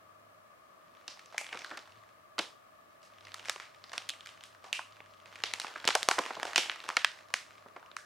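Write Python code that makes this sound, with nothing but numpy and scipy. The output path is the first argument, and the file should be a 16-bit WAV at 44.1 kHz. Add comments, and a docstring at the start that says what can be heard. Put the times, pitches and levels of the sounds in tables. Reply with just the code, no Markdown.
"""In a small, quiet room two hands hold and turn a foil snack packet close by.
In three spells of handling, creases in the stiff film snap at set times, from faint ticks to loud cracks:
each is a burst of band-filtered noise. Small folds give way at random as further bursts, and tiny
wrinkles make a rustle of random noise ticks. The walls answer with decaying noise; beneath lie soft air
noise, a steady whirr of three noise resonances, and a low hum whose pitch and level waver."""
import sys
import numpy as np
from scipy import signal
from scipy.fft import rfft, irfft, next_fast_len
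from scipy.io import wavfile
from scipy.ndimage import map_coordinates

SR = 44100
rng = np.random.default_rng(int(sys.argv[2]) if len(sys.argv) > 2 else 0)


def int16_out(signal):
    """Quantize to a 16-bit WAV file."""
    q = np.round(np.clip(np.atleast_2d(signal).T, -1, 1) * 32767)
    wavfile.write(sys.argv[1], SR, q.astype(np.int16))


N = 355005

# how hard the fingers work the film, one curve for each spell of handling:
# (time [s], effort [dB, before the level of each layer])
HANDLING = [
    [(0.8, -75.5), (1.092, -61), (1.276, -61), (1.388, -50.5), (1.534, -53.5), (1.63, -48), (1.836, -59.5),
     (2.074, -66.5), (2.3, -91)],
    [(2.9, -75), (3.1, -70), (3.31, -54), (3.48, -53.5), (3.66, -65.5), (3.9, -55.5), (4.09, -56.5),
     (4.3, -61.5), (5.15, -64.5)],
    [(5.15, -64.5), (5.35, -53), (5.55, -47.5), (5.88, -50.5), (6.05, -49), (6.29, -46.5), (6.69, -48.5),
     (7.56, -62.5), (8.05, -71)],
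]
# left-right correlation of the air and the whirr: (frequency [Hz], correlation [-1 to 1])
AIR_ALIKE = [(60, 1), (130, 0.32), (290, -0.011), (1400, -0.16), (6800, -0.21), (15000, 1)]


def amp(db):
    """Level law: decibels to an amplitude gain."""
    return 10 ** (np.asarray(db) / 20)


def unit(x):
    """Normalisation: scale to rms 1."""
    return x / np.sqrt(np.mean(x ** 2) + 1e-20)


def along(points, hz):
    """Logarithmic frequency scale: read (Hz, value) points between their knots."""
    f, v = np.transpose(points)
    return np.interp(np.log(hz + 1), np.log(f + 1), v)


def curve(rows):
    """Linear interpolation: (s, value) rows to one value per sample."""
    return np.interp(np.arange(N) / SR, *np.transpose(rows))


def wobble(rate):
    """Slow random modulation: a smooth curve through `rate` random knots a second."""
    knots = rng.standard_normal(int(N * rate / SR) + 4)
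    return map_coordinates(knots, [np.arange(N) * rate / SR])


def filtered(x, response):
    """Linear filtering: the spectrum of x times a response of frequency, zero-padded."""
    n = x.shape[-1]
    m = next_fast_len(n + n // 2)
    spectrum = rfft(x, m) * response(np.fft.rfftfreq(m, 1 / SR))
    return irfft(spectrum, m)[..., :n]


def stereo_noise(gain, alike, size):
    """Interchannel correlation: the mid-side balance of coloured noise sets how alike the ears are."""
    def mid_side_gain(hz):
        turn = np.arccos(np.clip(along(alike, hz), -1, 1)) / 2
        return gain(hz) * np.array([np.cos(turn), np.sin(turn)])

    mid, side = filtered(rng.standard_normal((2, size)), mid_side_gain)
    return unit(np.array([mid + side, mid - side]))


def add(track, sound, s):
    """Superposition: mix a sound into a track at time s."""
    start = max(0, round(s * SR))
    part = track[:, start:start + sound.shape[-1]]
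    part += sound[..., :part.shape[-1]]


def room_air(level_db=-65):
    """Broadband noise: random pressure shaped by a fixed spectrum."""
    # spectrum of the air: (frequency [Hz], relative density [dB per Hz])
    air_spectrum = [(20, -23), (38, -25), (52, -8.5), (130, -0.5), (320, 0.5), (520, -1.5), (850, -1),
                    (1080, -12), (1450, -2), (2200, -4.5), (3500, -11.5), (7000, -17.5), (15500, -23.5)]
    return amp(level_db) * stereo_noise(lambda hz: amp(along(air_spectrum, hz)), AIR_ALIKE, size=N)


def whirr(level_db=-68):
    """Resonance: steady noise selected by three damped modes."""
    # (centre [Hz], half-width at half amplitude [Hz], relative level [dB], left over right [dB])
    modes = [(622, 62, 2.5, -6), (1184, 110, 6.5, 9), (1710, 54, -6.5, -6.5)]
    total = np.zeros((2, N))
    for centre_hz, width_hz, db, lean_db in modes:
        noise = stereo_noise(lambda hz: 1 / (1 + ((hz - centre_hz) / width_hz) ** 2), AIR_ALIKE, size=N)
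        total += amp(db) * unit(amp([[lean_db / 2], [-lean_db / 2]]) * noise)
    return amp(level_db) * total


def low_hum(pitch_hz=100.6, waver_hz=4.0, waver_db=2.5, level_db=-1.0):
    """Frequency and amplitude modulation: a sine with random waver of pitch and level."""
    # swells of the hum: (time [s], level [dB, before level_db])
    swells = [(0.0, -75), (0.27, -69.5), (0.65, -89), (1.59, -77), (1.64, -87), (1.99, -69.5), (2.08, -80),
              (2.85, -81), (3.03, -91), (3.27, -64), (3.72, -85), (3.76, -76.5), (5.56, -69.5), (5.69, -88),
              (5.87, -70.5), (6.84, -83.5), (7.73, -75), (8.05, -85)]
    phase = 2 * np.pi * np.cumsum(pitch_hz + waver_hz * wobble(22)) / SR
    tone = unit(amp(waver_db * wobble(11)) * np.sin(phase))
    return amp(curve(swells) + level_db) * tone


def background():
    """Superposition of independent sources: air, whirr and hum."""
    return room_air() + whirr() + low_hum()


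def room_tail(arrival_s=0.0205, early_db=-6):
    """Reverberation: weak scatter from things nearby, then the walls' answer, decaying band by band."""
    # reverberation time: (frequency [Hz], time to fall 60 dB [s])
    decay_times = [(150, 0.29), (600, 0.4), (2500, 0.31), (6000, 0.31), (14000, 0.38)]
    # spectrum returned by the room: (frequency [Hz], relative level [dB])
    returned = [(150, 0.5), (600, -2), (3000, 1.5), (7000, 3.5), (14000, -0.5)]
    # left-right correlation of the tail: (frequency [Hz], correlation [-1 to 1])
    tail_alike = [(60, .9), (290, 0.17), (640, 0.8), (3100, 0.74), (15000, 0.57)]
    noise = stereo_noise(lambda hz: amp(along(returned, hz)), tail_alike, size=SR // 3)
    hz, t, z = signal.stft(noise, SR, nperseg=256)
    decay = amp(-60 * t / along(decay_times, hz)[:, None])
    tail = signal.istft(z * decay, SR, nperseg=256)[1]
    t = np.arange(tail.shape[1]) / SR
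    scatter = amp(early_db * np.clip((arrival_s - t) / 0.0017, 0, 1))
    onset = np.clip(t / 0.0019, 0, 1)
    tail = tail * scatter * onset
    return tail / np.linalg.norm(tail[0])


def effort_db():
    """Excitation strength: how hard the fingers work, up to 30 dB weaker before the first spell."""
    rows = np.concatenate(HANDLING)
    return curve(rows) - 30 * np.clip(1 - np.arange(N) / SR / rows[0][0], 0, 1)


def rustle(level_db=-4, rate=260, spread_db=3.5, slide_db=-11, grain_s=0.0009, room_db=-4):
    """Shot noise: about `rate` wrinkle ticks a second at random times, over the hiss of sliding fingers."""
    # spectrum of the film: (frequency [Hz], relative density [dB per Hz])
    film_spectrum = [(60, -46), (300, 4), (700, 13), (1500, 12.5), (3200, 7), (6000, 0), (10000, -12),
                     (16000, -24)]
    # a light touch stirs only the film, a firm grip the whole bag:
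    # below bag_hz each dB of effort adds a further bag_grows dB, none at firm_grip_db
    bag_hz, bag_grows, firm_grip_db = 1780, 0.22, -48
    sizes = (rng.random(N) < rate / SR) * amp(spread_db * np.minimum(rng.exponential(size=N), 3))
    life = np.exp(-np.arange(SR // 100) / SR / grain_s)
    ticks = unit(signal.fftconvolve(sizes, life)[:N] * rng.standard_normal(N))
    slide = amp(slide_db) * rng.standard_normal(N)
    film = unit(filtered(ticks + slide, lambda hz: amp(along(film_spectrum, hz))))
    effort = effort_db()
    body = filtered(film, lambda hz: 1 / (1 + (hz / bag_hz) ** 4))
    body_growth = amp(bag_grows * (effort - firm_grip_db)) - 1
    film = (film + body * body_growth) * amp(effort + level_db)
    reverberant = signal.fftconvolve(film[None], room_tail(), axes=1)[:, :N]
    return film + amp(room_db) * reverberant


def fold_db(hz, pitch_hz, body_db, crisp_db, ring_db, overtone_db, ring_octaves,
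            fade_db=7, top_db=-30, film_db=3, bass_db=-35):
    """Plate resonance: half-octave levels shaped at a fold's pitch, its octave and the film's 5.2 kHz."""
    shape = [(40, body_db - 82), (100, body_db + bass_db), (350, body_db), (pitch_hz, 0),
             (8000, crisp_db), (11300, crisp_db - fade_db), (16000, crisp_db + top_db)]
    bump = lambda centre_hz, octaves: np.exp(-(np.log2((hz + 1) / centre_hz) / octaves) ** 2)
    peaks = ring_db * bump(pitch_hz, ring_octaves) + overtone_db * bump(2 * pitch_hz, ring_octaves)
    return along(shape, hz) + peaks + film_db * bump(5220, 0.27)


def snap(pitch_hz, life_ms, colour, shiver_db=-25, shiver_s=0.033, dispersion=0.46):
    """Buckling and dispersion: a crease flips in half-octave bursts, low ones slower, then the bag shivers."""
    # short waves reach left and right less alike: (frequency [Hz], side-to-mid level [dB])
    width = [(200, -33), (1000, -19), (3000, -17.5), (7000, -14.5), (13000, 6.5)]
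    # one band lies on the fold's pitch
    lowest_hz = pitch_hz / 2 ** (np.round(2 * np.log2(pitch_hz / 125)) / 2)
    centres = lowest_hz * 2 ** (np.arange(15) / 2)[:, None, None]
    t = np.arange(1200) / SR
    mid, side = rng.standard_normal((2, len(t)))
    side = side * amp(along(width, centres))
    band = lambda hz: np.exp(-(2 * np.log2((hz + 1) / centres)) ** 2)
    noise = filtered(np.concatenate([mid + side, mid - side], axis=1), band)
    # time in units of each band's rise time; life_ms holds at 2500 Hz
    u = t / (max(life_ms, .15) / 1000 * (centres / 2500) ** -dispersion)
    flip = u * np.exp(1 - u)
    shiver = amp(shiver_db) * (1 - np.exp(-u)) * np.exp(-t / (shiver_s * (centres / 2000) ** -.5))
    # a small panel radiates little far below or above its band
    radiation = lambda hz: (1j * hz / (1j * hz + centres / 4)) ** 3 / (1 + (hz / centres / 1.4) ** 6)
    burst = filtered(noise * (flip + shiver), radiation)
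    # each band to rms 1 over 10 ms
    burst /= np.sqrt(np.sum(burst ** 2, axis=(1, 2), keepdims=True) / (2 * .01 * SR))
    return np.sum(burst * colour(centres), axis=0)


def creases(rows, room_db=-1.5, count=16):
    """Direct and reverberant field: each snap adds its own, broader colour through one of `count` tails."""
    ring_octaves, wall_ring_octaves = .2, .36  # width of a fold's ring, nearby and at the walls
    # above hard_snap_db the octave gains overtone_grows dB per dB of snap level
    base_overtone_db, hard_snap_db, overtone_grows = -1.5, -36.5, 0.67
    track = np.zeros((2, N))
    tails = [room_tail() for _ in range(count)]
    # half-octave level over 10 ms to gain per Hz
    per_hz = lambda hz: SR * np.sqrt(.01 / (np.log(2) * (hz + 1)))
    for k, (s, db, pitch_hz, body_db, crisp_db, life_ms, wall_db, ring_db) in enumerate(rows):
        overtone_db = base_overtone_db + overtone_grows * max(db - hard_snap_db, 0)
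        colour = lambda hz, octaves: amp(
            fold_db(hz, pitch_hz, body_db, crisp_db, ring_db, overtone_db, octaves))
        near = lambda hz: colour(hz, ring_octaves)
        far = lambda hz: colour(hz, wall_ring_octaves) * per_hz(hz)
        add(track, amp(db) * snap(pitch_hz, life_ms, near), s)
        add(track, amp(db + wall_db + room_db) * filtered(tails[k % count], far), s)
    return track


def small_folds(count=150):
    """Random point process: folds give way as strongly as the fingers press; rows as for timed creases."""
    folds_per_s, over_effort_db, spread_db = 15, -5, 2
    middle_hz, spread_octaves, middle_life_ms = 2480, 0.59, 0.68
    body_db, crisp_db, wall_db, ring_db = -21.5, -13.5, -1, 4.5
    effort = effort_db()
    draws = rng.standard_normal((count, 3)).clip(-2, 2)
    first_s = HANDLING[0][0][0]
    times = np.cumsum(rng.uniform(.2, 1.8, count)) / folds_per_s + first_s
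    rows = []
    for s, (size, pitch, life) in zip(times, draws):
        if s * SR < N:
            level_db = effort[int(s * SR)] + over_effort_db + spread_db * size
            pitch_hz = middle_hz * 2 ** (spread_octaves * pitch)
            life_ms = middle_life_ms * 2 ** (life / 2)
            rows.append((s, level_db, pitch_hz, body_db, crisp_db, life_ms, wall_db, ring_db))
    return rows


def timed_creases():
    """Snap-through instability: creases that snap at set times, from faint ticks to loud cracks."""
    # (time [s], level [dB], pitch of the fold [Hz], body at 350 Hz [dB], crispness at 8 kHz [dB],
    #  life at 2500 Hz [ms], share thrown at the walls [dB, before room_db], ring at its pitch [dB])
    snaps = [(1.0789, -47.5, 5300, -22.5, -12.5, 1.3, 2, -1.5), (1.1926, -55.5, 2420, -34, -15, 1.4, 0, -4),
             (1.344, -51.5, 770, -30, -26, 1.1, -19, 4), (1.3806, -51.5, 2260, -34, 9, 0.34, -2.5, 19),
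             (1.4123, -62.5, 766, -21, 6, 0.87, -13, 16), (1.49, -61, 2730, -30, -29, 1, 7, 9),
             (1.527, -50.5, 2180, -12, -13, 2.2, -4, 9.5), (1.5442, -56, 1220, 1, -11, 2.8, -1, 10.5),
             (1.6458, -61, 1360, -37, -3, 0.8, -1, 18), (1.711, -54, 1570, -2, -20, 2.2, 4.5, 9.5),
             (1.772, -49.5, 1760, -15, -10, 2.8, -5.5, 1), (2.3814, -38.5, 2400, -20, -24, 1.4, -10, -17),
             (2.3888, -39, 3460, -5.5, -6, 2.3, -3.5, 5), (3.029, -70.5, 3000, -17, -5.5, 1.2, 11.5, -4),
             (3.3426, -53.5, 1120, -56, 1, 0.83, -6, 5.5), (3.4555, -54.5, 1860, -21, -10, 1.3, 9.5, 2),
             (3.4848, -44.5, 1560, -28, -16, 0.33, -11, -7), (3.4959, -38, 1260, -29, -4, 0.84, -8, -5.5),
             (3.5599, -48.5, 1700, -14.5, -20, 0.99, -7, -7), (3.5995, -47, 1770, -32, -20, 0.55, 5.5, -5),
             (3.9312, -46.5, 1130, -24, -12.5, 3, 3, -0.5),
             (3.9793, -40.5, 3200, -27.5, -10, 0.49, -9, 1.5), (4.0904, -56, 2800, -40, 11, 0.42, -15, 13),
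             (4.0944, -51.5, 2900, -39, 2.5, 0.43, -7, 14), (4.1026, -58.5, 3700, -15, -3, 0.36, -10, 16.5),
             (4.2073, -62, 3080, -31, -8, 0.65, -2, 9.5), (4.2598, -59, 1690, -41, -4.5, .47, 3, 5.5),
             (4.2711, -59.5, 3000, -24, -4.5, .9, -0.5, 7.5), (4.2908, -58.5, 3130, -29, -20, 0.27, -9, 6),
             (4.4377, -61.5, 3230, -26, 2, .3, -0.5, 9), (4.4548, -71, 3110, -25, 1, .4, -11, -3),
             (4.641, -56, 824, -16, -15, 2.6, 7, 3.5), (4.7287, -43, 2620, -26.5, -4, 0.49, 1.5, 11.5),
             (4.7919, -42, 1090, -41, -39, 0.68, -6, 2.5), (5.0036, -61.5, 2930, -5.5, -45, 0.66, -4, 7.5),
             (5.437, -36.5, 3630, -19, -14, 0.77, 0, 1), (5.5371, -40.5, 2460, -23, -5, 0.46, -8, 3.5),
             (5.5993, -42.5, 3470, -27, -5, 0.48, -2, -3), (5.6459, -44, 1600, -16, -36, 0.5, 3, -2),
             (5.758, -56.5, 1640, -3.5, -43, 1.4, -1, 15.5), (5.8428, -41.5, 2510, -23, -40, 1.1, 6, -8),
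             (5.8528, -54.5, 3700, 3, 4, 0.15, -15, 9), (5.8759, -32, 3600, -17, -8.5, 0.86, -4, 2.5),
             (5.8803, -33, 1680, -27, -14, 0.42, -11, -11), (5.8881, -34.5, 870, -17, -11, .48, -22, -3),
             (5.9042, -31, 2360, -32, -26, 1.5, 0, -8), (5.951, -34, 660, -47, -2.5, 1.9, -6.5, 5),
             (6.03, -41.5, 3480, -18, -1.5, 0.43, -9, 3), (6.0875, -36.5, 910, -37, 1.5, 0.38, -5, 12),
             (6.1115, -31.5, 840, -28, -11.5, 1.3, -4, -6), (6.1832, -34.5, 1270, -13, -33, 0.98, -6, -1),
             (6.1875, -36, 1120, -6.5, -10, 1.7, -3.5, 0), (6.2621, -44.5, 1680, -17, -17, 0.48, 4.5, -3),
             (6.3056, -40, 1590, -13.5, -55, 1.9, -12, -6), (6.368, -48, 850, -5.5, -49, 1.4, 1, 5.5),
             (6.399, -47, 1680, -23, -22, .24, -16, 3.5), (6.4302, -40, 1170, -18.5, -12, 0.81, -8, 2),
             (6.452, -44.5, 670, -15, -13, 1.3, 5, 1), (6.5593, -33, 2900, -22.5, -6.5, 0.95, 3, 7.5),
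             (6.5786, -32.5, 3350, -12.5, -9.5, 1.3, -5, 0),
             (6.6971, -31, 3020, -41, -41, 0.37, -2.5, -7.5), (6.8888, -41, 1190, -22, -11, 0.86, -6, 1),
             (6.9019, -41.5, 1190, -31, -24, 0.32, -3, 2), (6.9677, -29, 1790, -26, -15, 1.23, -7, 0.5),
             (7.0462, -27.5, 1740, -41, -15.5, 0.64, -10, 1),
             (7.3397, -35, 1930, -26.5, -7.5, 0.54, -4.5, 2), (7.6605, -62.5, 1270, 2, -50, 1.3, 1, 5),
             (7.762, -48.5, 1420, -12, -35.5, 2.2, -2, -4.5), (7.8278, -63.5, 1110, -28, -28, 1, 5, 10.5),
             (7.9149, -59.5, 3400, -13.5, -30, .7, -6, 2), (7.966, -52.5, 1520, -49, -1.5, 0.8, -3, 13.5)]
    return snaps


def scene():
    """Superposition and panning: the packet sits a little right of centre over the background."""
    lean = amp([[-.5], [.5]])
    packet = rustle() + creases(timed_creases() + small_folds())
    return background() + packet * lean


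def record(dry, top_hz=16100):
    """Band limitation: an ideal low-pass leaves nothing at or above top_hz."""
    return filtered(dry, lambda hz: hz < top_hz)


dry = scene()
out = record(dry)
int16_out(out)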